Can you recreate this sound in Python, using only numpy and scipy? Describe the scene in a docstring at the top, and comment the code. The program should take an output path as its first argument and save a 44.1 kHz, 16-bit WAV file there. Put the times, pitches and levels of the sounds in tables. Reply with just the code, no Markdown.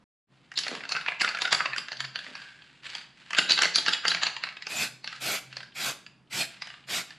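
"""A small workshop, with a spray paint can close to the microphone and a little to the right.
Faint room noise and a low hum lie under the scene and drop out briefly at the start. From 0.3 s the can
is tilted, then shaken in two spells: the mixing ball rolls in the paint and clacks on the steel.
From 4.7 s five short bursts of turbulent spray hiss at a cap standing on paper on the table;
between them the can tilts and the ball tumbles. The walls answer with a short decay."""
import sys
import numpy as np
from scipy import signal
from scipy.fft import rfft, irfft, next_fast_len
from scipy.io import wavfile
from scipy.ndimage import uniform_filter1d

SR = 44100
rng = np.random.default_rng(int(sys.argv[2]) if len(sys.argv) > 2 else 0)


def to_wav(s):
    """Save 16-bit WAV."""
    ch = np.atleast_2d(s).T  # columns
    pcm = np.round(np.clip(ch, -1, 1) * 32767)  # PCM
    wavfile.write(sys.argv[1], SR, pcm.astype(np.int16))


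N = 316620
TIME = np.arange(N) / SR


def amp(db):
    """Decibels to gain."""
    return np.exp(np.asarray(db) * (np.log(10) / 20))

def unit(x):
    """Scale to rms 1."""
    return x / np.sqrt(np.mean(x ** 2) + 1e-20)

def along(points, hz):
    """Read (freq_hz, value) points along a log frequency axis."""
    freqs, values = np.transpose(points)
    return np.interp(np.log(hz + 1), np.log(freqs + 1), values)

def wobble(rate):
    """A random curve with rate knots a second."""
    knots = rng.standard_normal(2048)
    return np.interp(TIME * rate, np.arange(len(knots)), knots)

def swell(start, length, rise_s, release_s):
    """Rise softly, hold, and fall 60 dB in release_s."""
    t = TIME - start
    rise = np.sin(np.pi / 2 * np.clip(t / rise_s, 0, 1)) ** 2
    return rise * amp(-60 * np.maximum(t - length, 0) / release_s)

def bell_curve(centre_s, sigma_s):
    """A Gaussian rise and fall."""
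    return np.exp(-.5 * ((TIME - centre_s) / sigma_s) ** 2)

def filtered(x, response):
    """Pass x through a complex frequency response."""
    n = x.shape[-1]
    padded = next_fast_len(n + 4096, True)
    return irfft(rfft(x, padded) * response(np.fft.rfftfreq(padded, 1 / SR)), padded)[..., :n]

def coloured(x, colour):
    """Shape x with a (freq_hz, gain_db) curve."""
    return filtered(x, lambda f: amp(along(colour, f)))

def resonances(modes, f):
    """Causal response of (pitch_hz, width_hz, gain_db) modes of alternating sign."""
    return sum((-1) ** k * amp(db) * 1j * f * width / (hz * hz - f * f + 1j * f * width)
               for k, (hz, width, db) in enumerate(modes))

def narrow_noise(hz, width_hz):
    """Noise of rms 1 in one resonance."""
    return unit(filtered(rng.standard_normal(N), lambda f: resonances([(hz, width_hz, 0)], f) ** 2))

def stereo_noise(colour, side_db):
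    """Coloured noise of rms 1, alike left and right but for a side part."""
    mid, side = rng.standard_normal((2, N))
    side *= amp(side_db)
    return unit(coloured(np.array([mid + side, mid - side]), colour))

def add(track, start_s, sound):
    """Mix a sound into a track."""
    part = track[round(start_s * SR):][:len(sound)]
    part += sound[:len(part)]

def struck(force, modes, spread_db, detune):
    """Contact point, grip and sloshing paint give each blow its own mix of modes; energy 1."""
    chance = rng.standard_normal((len(modes), 2))
    varied = [(hz * np.exp(detune * a), width, db + spread_db * b)
              for (hz, width, db), (a, b) in zip(modes, chance)]
    ring = filtered(force, lambda f: resonances(varied, f))
    return ring / np.linalg.norm(ring)

def force_db(wall_db, dome_db, ring_db):
    """Strength of a hit: wall, dome and favoured mode together."""
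    return wall_db + 10 * np.log10(1 + amp(dome_db) ** 2 + amp(ring_db) ** 2)


# The quiet workshop at the microphone: freq_hz, gain_db
AIR_COLOUR = [(20, -29.5), (60, -12.5), (100, -18), (130, -3), (200, -5.5), (340, -12), (450, -18.5),
              (1000, -18.5), (4200, -31), (6000, -38), (10500, -44), (12500, -80)]
def room_noise(level_db=-64):
    """Faint steady noise, wider in the bass than in the treble."""
    mid, side = unit(coloured(rng.standard_normal((2, N)), AIR_COLOUR))
    side = coloured(side, [(100, -8), (1200, -22)])
    return amp(level_db) * np.array([mid + side, mid - side])

# Swells of the hum, dead centre: centre_s, sigma_s, level_db
HUM_RISES = [(1.722, 0.021, -56), (2.05, 0.043, -50), (4.935, 0.033, -59), (5.25, 0.039, -55),
             (5.535, 0.06, -56.5)]
def hum(pitch_hz=131, drift_hz=3, rest_db=-73.5, waver_db=4):
    """A low wavering tone that swells now and then."""
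    level = amp(rest_db + waver_db * wobble(9.6))
    level += sum(amp(db) * bell_curve(s, sigma) for s, sigma, db in HUM_RISES)
    phase = 2 * np.pi * np.cumsum(pitch_hz + drift_hz * wobble(25)) / SR
    return level * np.sqrt(2) * np.sin(phase)

def background(gap_start_s=0.041, gap_end_s=0.27, fade_s=0.059):
    """Room noise and hum drop out briefly, then fade back in."""
    fade = (TIME < gap_start_s) + np.clip((TIME - gap_end_s) / fade_s, 0, 1)
    return fade * (room_noise() + hum())


# The can tilts and the ball rolls along it: start_s, length_s, level_db, rise_s
CAN_TILTS = [(0.28, 0.29, -68, 0.062), (0.59, 0.15, -44, 0.03), (2.188, 0.26, -49, 0.037),
             (2.454, 0.31, -60, 0.036), (2.809, 0.15, -43.5, 0.053), (3.113, 0.25, -55, 0.08),
             (5.08, 0.086, -49, 0.03), (5.486, 0.094, -53, 0.033), (6.473, 0.068, -52.5, 0.026),
             (6.6, 0.13, -51, 0.027), (7.07, 0.047, -53, 0.027)]
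# The ball's rasp from close by: freq_hz, gain_db
RASP_COLOUR = [(100, -20), (500, -14), (1050, -6), (1600, 4), (2100, 2.5), (2650, 3.5), (3200, 1.5),
               (4650, -2.5), (5800, -14.5), (7800, -14), (8700, -24.5), (10800, -28.5), (12000, -50.5),
               (14000, -71)]
def rolling(roll_on_db=-18.5, settle_t60_s=0.27, clump_db=2.5, grain_db=2, contact_share=.1):
    """At each tilt and after each hit the ball rolls on the wall: tiny contacts in uneven clumps."""
    kicks = np.zeros(N)
    for s, wall, dome, _, _, ring in BALL_HITS:
        kicks[round(s * SR)] = amp(force_db(wall, dome, ring) + roll_on_db) ** 2
    power = signal.lfilter([1], [1, -amp(-60 / (settle_t60_s * SR)) ** 2], kicks)
    power = abs(uniform_filter1d(power, size=256))
    for s, length, db, rise in CAN_TILTS:
        power += (amp(db) * swell(s, length, rise, release_s=0.46)) ** 2
    clumps = amp(clump_db * np.clip(wobble(130), -2, 2))
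    grains = rng.standard_normal(N) * (rng.random(N) < contact_share)
    sizes = amp(grain_db * np.clip(rng.standard_normal(N), -2, 2))
    return np.sqrt(power) * unit(coloured(grains * clumps * sizes, RASP_COLOUR))


# The ball hits the can: start_s, wall_db, dome_db, tick_db, ring_hz, ring_db
# Dome (high when hit end-on), bright tick and ring (the favoured mode) are relative to the wall.
BALL_HITS = [(0.516, -45, -19, -9.5, 1910, 0), (0.538, -52, -27, -4, 1600, -4.0),
             (0.575, -39, 15, 7, 4550, 0), (0.587, -37, 9, 9.5, 4480, -5), (0.634, -46.5, 12, 6, 4610, 6.0),
             (0.665, -34.5, -10, -13, 1560, -7), (0.68, -34.5, 0, -2, 2800, -15),
             (0.749, -38.5, -3.5, -8.5, 1610, -2), (0.805, -41.5, -11, -23.5, 1790, -14),
             (0.835, -39, -9, -28, 1590, -2), (0.851, -43.5, -6, -25.0, 1570, 1),
             (0.89, -39.5, 4, 1, 4500, -12), (0.919, -30, 2, -8, 4290, -13),
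             (0.949, -30.5, -27, -19.5, 1410, -1.5), (0.963, -30.5, -7, -21, 1574, 1),
             (0.983, -40, -17, -23.0, 1420, 3), (1.01, -40.5, 0.0, -7, 4450, 0.5),
             (1.061, -32, -12.5, -25, 1870, -12), (1.082, -27.5, -8, -22, 2700, 0),
             (1.119, -37.5, -13.5, -35, 1650, 3.5), (1.208, -29, -6, -6, 2740, 2),
             (1.215, -24.5, 0, -2.5, 2680, 3.5), (1.245, -30.5, -11, -14, 1520, 8.5),
             (1.276, -27.5, -12.5, -21, 2720, -23.5), (1.288, -32, -9, -9, 4600, -0.5),
             (1.311, -46, -14.5, -13, 1540, 5), (1.347, -33, -5.5, -15, 1390, 2),
             (1.37, -34, -13, -15, 1660, -9.5), (1.386, -36, -16, -7.5, 1640, -5.5),
             (1.418, -30, 4, 0, 4720, 0), (1.452, -28, -4, -26, 1524, 1.5),
             (1.475, -35.5, -7, -21, 1500, 6), (1.526, -20.5, 0.5, -3.5, 4390, -10.5),
             (1.546, -28.0, -2, -5.5, 4630, 1.5), (1.603, -24.5, -25, -28.5, 1670, -6.5),
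             (1.656, -27.0, -8.5, -47, 1210, -2.5), (1.732, -36.5, -5.5, -31, 1770, 6.5),
             (1.761, -36, -21, -7, 1610, 2.5), (1.78, -32, 0.5, -3, 4850, 2.5),
             (1.883, -39.5, -3, -18.0, 1730, -5), (1.917, -37, -1.5, -17, 4720, -5),
             (1.928, -46.5, 2, -12, 1720, 5), (1.968, -52.5, 7, -2, 4700, 2.5),
             (2.003, -31.5, -1, -8, 4230, -8.5), (2.041, -41.5, -11, -18, 1620, 4),
             (2.047, -39.5, 0.0, -12, 4900, 0), (2.156, -32, -4.0, -17, 4700, -6),
             (2.188, -46, 6.5, -3.5, 1640, 7), (2.244, -52, -1, -12.5, 1490, 3),
             (2.264, -47.5, -6, -23, 1950, 2), (2.351, -40.5, -3, -16, 1600, 2.5),
             (2.383, -51, -11, -21, 1660, 1.5), (2.416, -48, -1, -15.5, 1510, -3),
             (2.619, -54.5, -2.5, -17, 3270, -2), (2.856, -53, 1, -10.5, 2480, -6.5),
             (2.9, -65.5, 19, -4, 2510, 8), (2.925, -64, 2, -9.0, 3250, -1),
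             (2.95, -40.5, 2, -3.5, 3340, 2), (2.981, -52.5, 8.5, -7, 1720, 0),
             (3.305, -37, -10, -6, 3130, -8.5), (3.331, -28, -20.5, -13, 1580, -6.5),
             (3.347, -30, -8, -14.5, 3200, -7.5), (3.385, -20.5, 0.5, -4, 1600, -3),
             (3.39, -28, 1.5, -16, 2870, 2), (3.494, -28.5, -3, -5.5, 3820, 0),
             (3.507, -28.5, 8.5, -4, 4180, 9.5), (3.518, -36.5, 19, 9.5, 4530, 1.5),
             (3.531, -34.5, 2.5, -1.5, 4610, -11), (3.576, -29, 0.5, -22, 1980, -8),
             (3.588, -23.5, -5.5, -12, 3380, -7.5), (3.619, -23, -1.5, 0.5, 1560, -2.5),
             (3.632, -23.5, -7.5, -8.5, 4400, -0.5), (3.643, -28, -3.5, -18.5, 4600, -9.5),
             (3.653, -24.0, -5, -25, 2010, -4.5), (3.757, -30.5, 10.5, 8, 4800, 4),
             (3.782, -35, 13.5, -14.5, 4200, 9.5), (3.861, -29, -0.5, -21, 1790, -17),
             (3.881, -21.5, -3.5, -12.5, 2800, -3.5), (3.89, -35.5, 7.5, -3.5, 4110, -1),
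             (3.933, -31, 7.5, -4.5, 4700, 3), (3.945, -33.5, -19, -12.5, 4410, -10.5),
             (4.051, -25.5, -18, -19, 1610, -2.5), (4.08, -31, 5.5, 7, 4700, 8),
             (4.104, -35.5, 3, -23.0, 4100, 12), (4.115, -28.5, -1, -21.5, 1860, -5),
             (4.146, -26.5, -5.5, -30.5, 1950, -9.5), (4.169, -41.0, -11.5, -19.5, 1920, 2.5),
             (4.217, -40, -11.5, -20.5, 1760, 3), (4.231, -25.5, 2.5, -19.5, 3100, -11.5),
             (4.266, -27, 0.5, -15, 2710, 1.5), (4.364, -35.5, -4, -34, 2900, -14),
             (4.436, -29, -3.5, -15, 2790, -10), (4.468, -38, -10.5, -22, 1780, -9),
             (4.487, -40.5, -5, -23, 1660, -15), (4.523, -46, -11, -16, 1950, -18),
             (4.567, -44, -2.0, -18, 2710, -3), (4.621, -44.5, 3.5, -15, 1970, 1),
             (4.667, -37, -2, -14.5, 2710, -3), (5.042, -41, 1.5, -9, 4480, -7.5),
             (5.074, -36.5, 0.5, -17, 4600, -6), (5.126, -43, -3.0, -9, 1400, 2),
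             (5.161, -51.5, 2, -2.0, 1610, 3.5), (5.526, -47.5, -1, -10, 2740, -5),
             (5.567, -40.0, 2, -8.5, 4470, 3.5), (5.603, -43.5, -2, -13, 4460, -1),
             (5.629, -50, 1, -3, 1720, 1), (6.063, -50, 1.5, -12, 2820, -0.5),
             (6.619, -38.5, 1.5, -13, 1960, -5), (6.67, -46, -5, -3, 1910, -2),
             (6.701, -46, -5, -13.5, 2970, -2), (6.739, -48.5, -3, -18.5, 1670, -5.5),
             (7.104, -51, 0, -4, 1710, 3)]
# The can's wall, damped by paint and hand: pitch_hz, width_hz, gain_db
WALL_MODES = [(173, 36, -14.5), (282, 37, -31.5), (748, 350, -9.5), (1216, 233, -2.5), (1646, 203, 3),
              (2117, 357, 1), (2710, 320, -0.5)]
# Its domed end: pitch_hz, width_hz, gain_db
DOME_MODES = [(2990, 1000, -10.5), (3844, 940, 1), (4542, 580, 5.5), (4763, 333, 3), (4980, 410, -12),
              (6570, 1650, -15.5)]
# Tone of the ball's bright ticks and the can's clack: freq_hz, gain_db
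TICK_TONE = [(100, -45), (1000, -20.5), (5000, 7.5), (6800, 6), (7900, -1), (8600, -22), (9500, -5),
             (11000, -9.5), (11800, -51), (13000, -53.5), (15000, -70)]
CLACK_TONE = [(60, -12.5), (200, 2), (7500, 0), (8700, -32.5), (11000, -16.5), (12000, -53), (14000, -88.5)]
# The can's jolt in the hand, close up: freq_hz, gain_db
JOLT_COLOUR = [(40, -16), (80, -22), (125, -5.5), (230, 1), (330, 6), (450, -1), (700, -3.5), (1200, -19.5),
               (3000, -54.5)]
def clacks(gain_db=26, dome_gain_db=27, jolt_db=33.5, skid_db=-13, chatter_db=-15):
    """The ball skids, hits and chatters on the steel; hard end-on throws skid most and jolt the can."""
    lead_s, contact_s, skid_s, chatter_t60_s, snap_t60_s = .02, .0013, 0.075, 0.029, 0.12
    body, ticks, jolts = np.zeros((3, N))
    t = np.arange(4096) / SR - lead_s
    bounces = (t >= 0) * amp(chatter_db - 60 * abs(t) / chatter_t60_s)
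    impact = np.arange(len(t)) == np.argmin(abs(t))
    for s, wall, dome, tick, hz, ring in BALL_HITS:
        start = s + contact_s - lead_s
        strength_db = force_db(wall, dome, ring)
        grit = rng.standard_normal(len(t))
        skid_peak_db = skid_db + 0.59 * strength_db + 0.15 * min(dome, 0)
        skid = (t < 0) * grit * amp(skid_peak_db - 60 * abs(t) / skid_s)
        hit = 0.86 * impact + grit * bounces
        snap = 0.45 * impact + grit * bounces * amp(-60 * abs(t) / snap_t60_s)
        # The contact point favours one mode, which the seam splits into a pair.
        width_hz = 110 + 0.031 * hz
        pair = [(hz + side * 0.36 * width_hz, width_hz, 0) for side in (-1, 1)]
        clack = amp(gain_db) * struck(skid + hit, WALL_MODES, spread_db=2, detune=0.018)
        clack += amp(dome + dome_gain_db) * struck(skid + hit, DOME_MODES, spread_db=2.5, detune=0.029)
        clack += amp(ring + gain_db) * struck(1.5 * skid + hit, pair, spread_db=5.5, detune=0.003)
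        add(body, start, amp(wall) * clack)
        add(ticks, start, amp(wall + tick + gain_db) * snap / np.linalg.norm(snap))
        add(jolts, start, amp(jolt_db + 1.88 * strength_db) * hit / np.linalg.norm(hit))
    return coloured(ticks, TICK_TONE) + coloured(body, CLACK_TONE) + coloured(jolts, JOLT_COLOUR)


# Soft knocks of handling: start_s, level_db, scuff_t60_s
KNOCKS = [(0.69, -31, 0.073), (0.715, -24, 0.063), (0.727, -30.5, 0.08), (0.737, -26.5, 0.12),
          (0.767, -31, 0.11), (2.266, -40, 0.14), (2.286, -37, 0.18), (2.313, -40.5, 0.1)]
# Their dull resonances: pitch_hz, width_hz, gain_db
KNOCK_MODES = [(180, 45, 0), (270, 63, -1.5), (417, 110, 3.5), (547, 1120, -4)]
def handling_knocks(gain_db=13, scuff_db=-27):
    """Each knock on the can is a push and a short scuff."""
    out, t = np.zeros(N), np.arange(8192) / SR
    for s, db, t60 in KNOCKS:
        push = (t == 0) + rng.standard_normal(len(t)) * amp(scuff_db - 60 * t / t60)
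        add(out, s, amp(db + gain_db) * struck(push, KNOCK_MODES, spread_db=0, detune=0.035))
    return coloured(out, CLACK_TONE)

# The ball runs round the base: start_s, length_s, level_db, rise_s
BASE_LAPS = [(1.5, 0.45, -56, 0.2), (2.33, 0.17, -51.5, 0.06)]
def circling():
    """The circling ball makes a mode of the wall sing."""
    level = sum(amp(db) * swell(s, length, rise, release_s=0.46) for s, length, db, rise in BASE_LAPS)
    return level * narrow_noise(hz=1600, width_hz=170)


def valve(start, length, db, press_s=0.091, lift_s=0.041, choke_db=-8):
    """The finger works the valve: the flow, and its choke from 1 (barely open) to 0 (fully open)."""
    choke = 1 - np.clip(np.minimum((TIME - start) / press_s, (start + length - TIME) / lift_s), 0, 1)
    flow = amp(db + choke_db * choke) * swell(start, length, rise_s=0.042, release_s=0.043)
    return flow, choke

def turbulence(hiss, sputter_db=1.07, flutter_db=1.5, patch_db=2.5):
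    """The paint flows unevenly, and patches of the spectrum swell and fade on their own."""
    uneven = hiss * amp(sputter_db * wobble(170) + flutter_db * wobble(32))
    spectrum = signal.stft(uneven, nperseg=512)[2]
    patches = uniform_filter1d(rng.standard_normal(spectrum.shape[1:]), size=4, axis=0)
    patches = uniform_filter1d(patches, size=10, axis=1)
    return signal.istft(spectrum * amp(patch_db * unit(patches)), nperseg=512)[1][:, :N]

# Presses of the nozzle, close to the microphone; sizzle and nozzle are relative to the jet:
# start_s, length_s, jet_db, sizzle_db, nozzle_db, table_echo_s
PRESSES = [(4.669, 0.21, -33.5, -16, 4, 0.00099), (5.191, 0.2, -32, -11, 0, 0.0016),
           (5.738, 0.19, -32, -13.5, 0, 0.0014), (6.294, 0.16, -31, -14.5, -28.5, 0.0015),
           (6.861, 0.16, -32, -16, -7, 0.0018)]
# The jet, its blowing on the cap and the sizzle of its droplets: freq_hz, gain_db
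JET_COLOUR = [(60, -44), (400, -7), (950, -12.5), (1450, 1.5), (1850, -1.5), (2400, 4), (3100, 0),
              (4400, 3), (6000, -5), (7400, -1.5), (8700, -9), (12500, -14), (14500, -38.5)]
BLOW_COLOUR = [(40, -55), (85, -20), (140, -2.5), (330, -4), (480, -9.5), (700, -0.5), (950, -6),
               (1500, -5.5), (4000, -57)]
SIZZLE_COLOUR = [(8000, -10), (10500, -7), (11500, 2.5), (12700, 5), (13300, 4), (13900, -22),
                 (15000, -18.5)]
def spray(blow_db=-9.5, dull_hz=5450, dull_db=-4.5, mist_hz=12000, mist_db=-11.5, sizzle_pan_db=2):
    """A jet of sizzling droplets blows on the cap; a barely open valve loses treble and finest mist."""
    jet, treble, blow, sizzle, mist = np.zeros((5, N))
    for s, length, db, sizzle_db, _, _ in PRESSES:
        flow, choke = valve(s, length, db)
        droplet_flow = flow * amp(sizzle_db - choke)
        jet += flow
        treble += flow * amp(dull_db * choke)
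        blow += flow * amp(blow_db - 7.5 * choke)
        sizzle += droplet_flow
        mist += droplet_flow * amp(mist_db * choke)
    rush = stereo_noise(JET_COLOUR, side_db=-18)
    body = filtered(rush, lambda f: 1 / (1 + (f / dull_hz) ** 4))
    hiss = jet * body + treble * (rush - body)
    hiss += blow * stereo_noise(BLOW_COLOUR, side_db=-14.5)
    droplets = stereo_noise(SIZZLE_COLOUR, side_db=-1)
    coarse = filtered(droplets, lambda f: 1 / (1 + (f / mist_hz) ** 24))
    hiss += amp([[sizzle_pan_db], [-sizzle_pan_db]]) * (sizzle * coarse + mist * (droplets - coarse))
    return turbulence(hiss)

def with_near_echoes(hiss, table_gain=0.14, drift_s_per_s=0.0009, cap_gain=0.086, cap_lag_s=0.00037):
    """Table and cap reflect the jet; the hand draws back, so the comb of the table's echo slides."""
    lag = np.zeros(N)
    for s, *_, echo_s in PRESSES:
        lag = np.where(TIME > s, echo_s + drift_s_per_s * (TIME - s), lag)
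    table = np.array([np.interp(TIME - lag, TIME, channel) for channel in hiss])
    cap = np.array([np.interp(TIME - cap_lag_s, TIME, channel) for channel in hiss])
    return hiss + table_gain * table + cap_gain * cap

def nozzle_resonance(gain_db=-11):
    """The flow rings the nozzle, which stands out more while the valve is barely open."""
    level = np.zeros(N)
    for s, length, db, _, nozzle_db, _ in PRESSES:
        flow, choke = valve(s, length, db)
        level += flow * amp(gain_db + nozzle_db + 3 * choke)
    return level * narrow_noise(hz=2500, width_hz=190)

# Whistles within the bursts: centre_s, pitch_hz, level_db, sigma_s
JET_WHISTLES = [(4.784, 7070, -38, 0.014), (6.408, 4280, -33.5, 0.016)]
def whistles():
    """The jet briefly whistles in a narrow band."""
    return sum(amp(db) * bell_curve(s, sigma) * narrow_noise(hz, width_hz=70)
               for s, hz, db, sigma in JET_WHISTLES)

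# The button, just ahead of the last three bursts: start_s, level_db
BUTTON_TOUCHES = [(5.721, -39), (6.273, -51), (6.839, -39.5)]
def button_ticks(gain_db=10, t60_s=0.058):
    """The finger takes up the nozzle's play with a faint tick."""
    out, t = np.zeros(N), np.arange(8192) / SR
    modes = [(2720, 610, -1), (4200, 870, -9)]  # pitch_hz, width_hz, gain_db
    for s, db in BUTTON_TOUCHES:
        push = rng.standard_normal(len(t)) * amp(-60 * t / t60_s)
        add(out, s, amp(db + gain_db) * struck(push, modes, spread_db=2, detune=0.075))
    return coloured(out, CLACK_TONE)


# What the workshop's walls send back to the microphone: freq_hz, gain_db
REVERB_COLOUR = [(150, 3), (1000, -0.5), (1600, -2), (4600, -2), (6000, -1), (7500, 1), (11000, 6)]
# Its decay: freq_hz, t60_s
REVERB_DECAY = [(150, 0.43), (1500, 0.46), (4500, 0.44), (9000, 0.31), (14000, 0.18)]
# Its stereo width: freq_hz, side_db
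REVERB_WIDTH = [(150, -13.5), (600, -12), (1200, -18.5), (4500, -17), (9000, -4.5)]
def workshop_reverb(source, delay_s=.004, hop=22050):
    """A short, diffuse room decay; a fresh random tail every half second keeps it from ringing."""
    source = coloured(source, REVERB_COLOUR)
    out = np.zeros((2, N))
    fade = np.sqrt(np.hanning(2 * hop))
    for start in range(0, N, hop):
        hz, t, spectrum = signal.stft(rng.standard_normal((2, SR // 2)), SR, nperseg=256)
        spectrum *= amp(-60 * t / along(REVERB_DECAY, hz)[:, None])
        spectrum[1] *= amp(along(REVERB_WIDTH, hz))[:, None]
        tail = signal.istft(spectrum, SR, nperseg=256)[1]
        piece = source[start:start + 2 * hop] * fade[:N - start]
        mid, side = signal.fftconvolve(piece[None], tail / np.linalg.norm(tail[0]), axes=1)
        add(out[0], start / SR + delay_s, mid + side)
        add(out[1], start / SR + delay_s, mid - side)
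    return out

def scene(can_wet_db=-6.5, jet_wet_db=-11):
    """Can and jet close to the microphone, a little to the right; the nozzle's resonance stays dry."""
    can = clacks() + rolling() + circling() + handling_knocks() + button_ticks()
    jet = with_near_echoes(spray()) + whistles()
    nozzle = nozzle_resonance()
    walls = workshop_reverb(amp(can_wet_db) * can + amp(jet_wet_db) * jet.mean(0))
    balance = amp([[-.28], [.28]])
    return (can + jet + nozzle + walls + background()) * balance

def record(dry):
    """The stereo microphone's chain passes nothing above 15 kHz."""
    return filtered(dry, lambda hz: hz < 15000)


dry = scene()
out = record(dry)
to_wav(out)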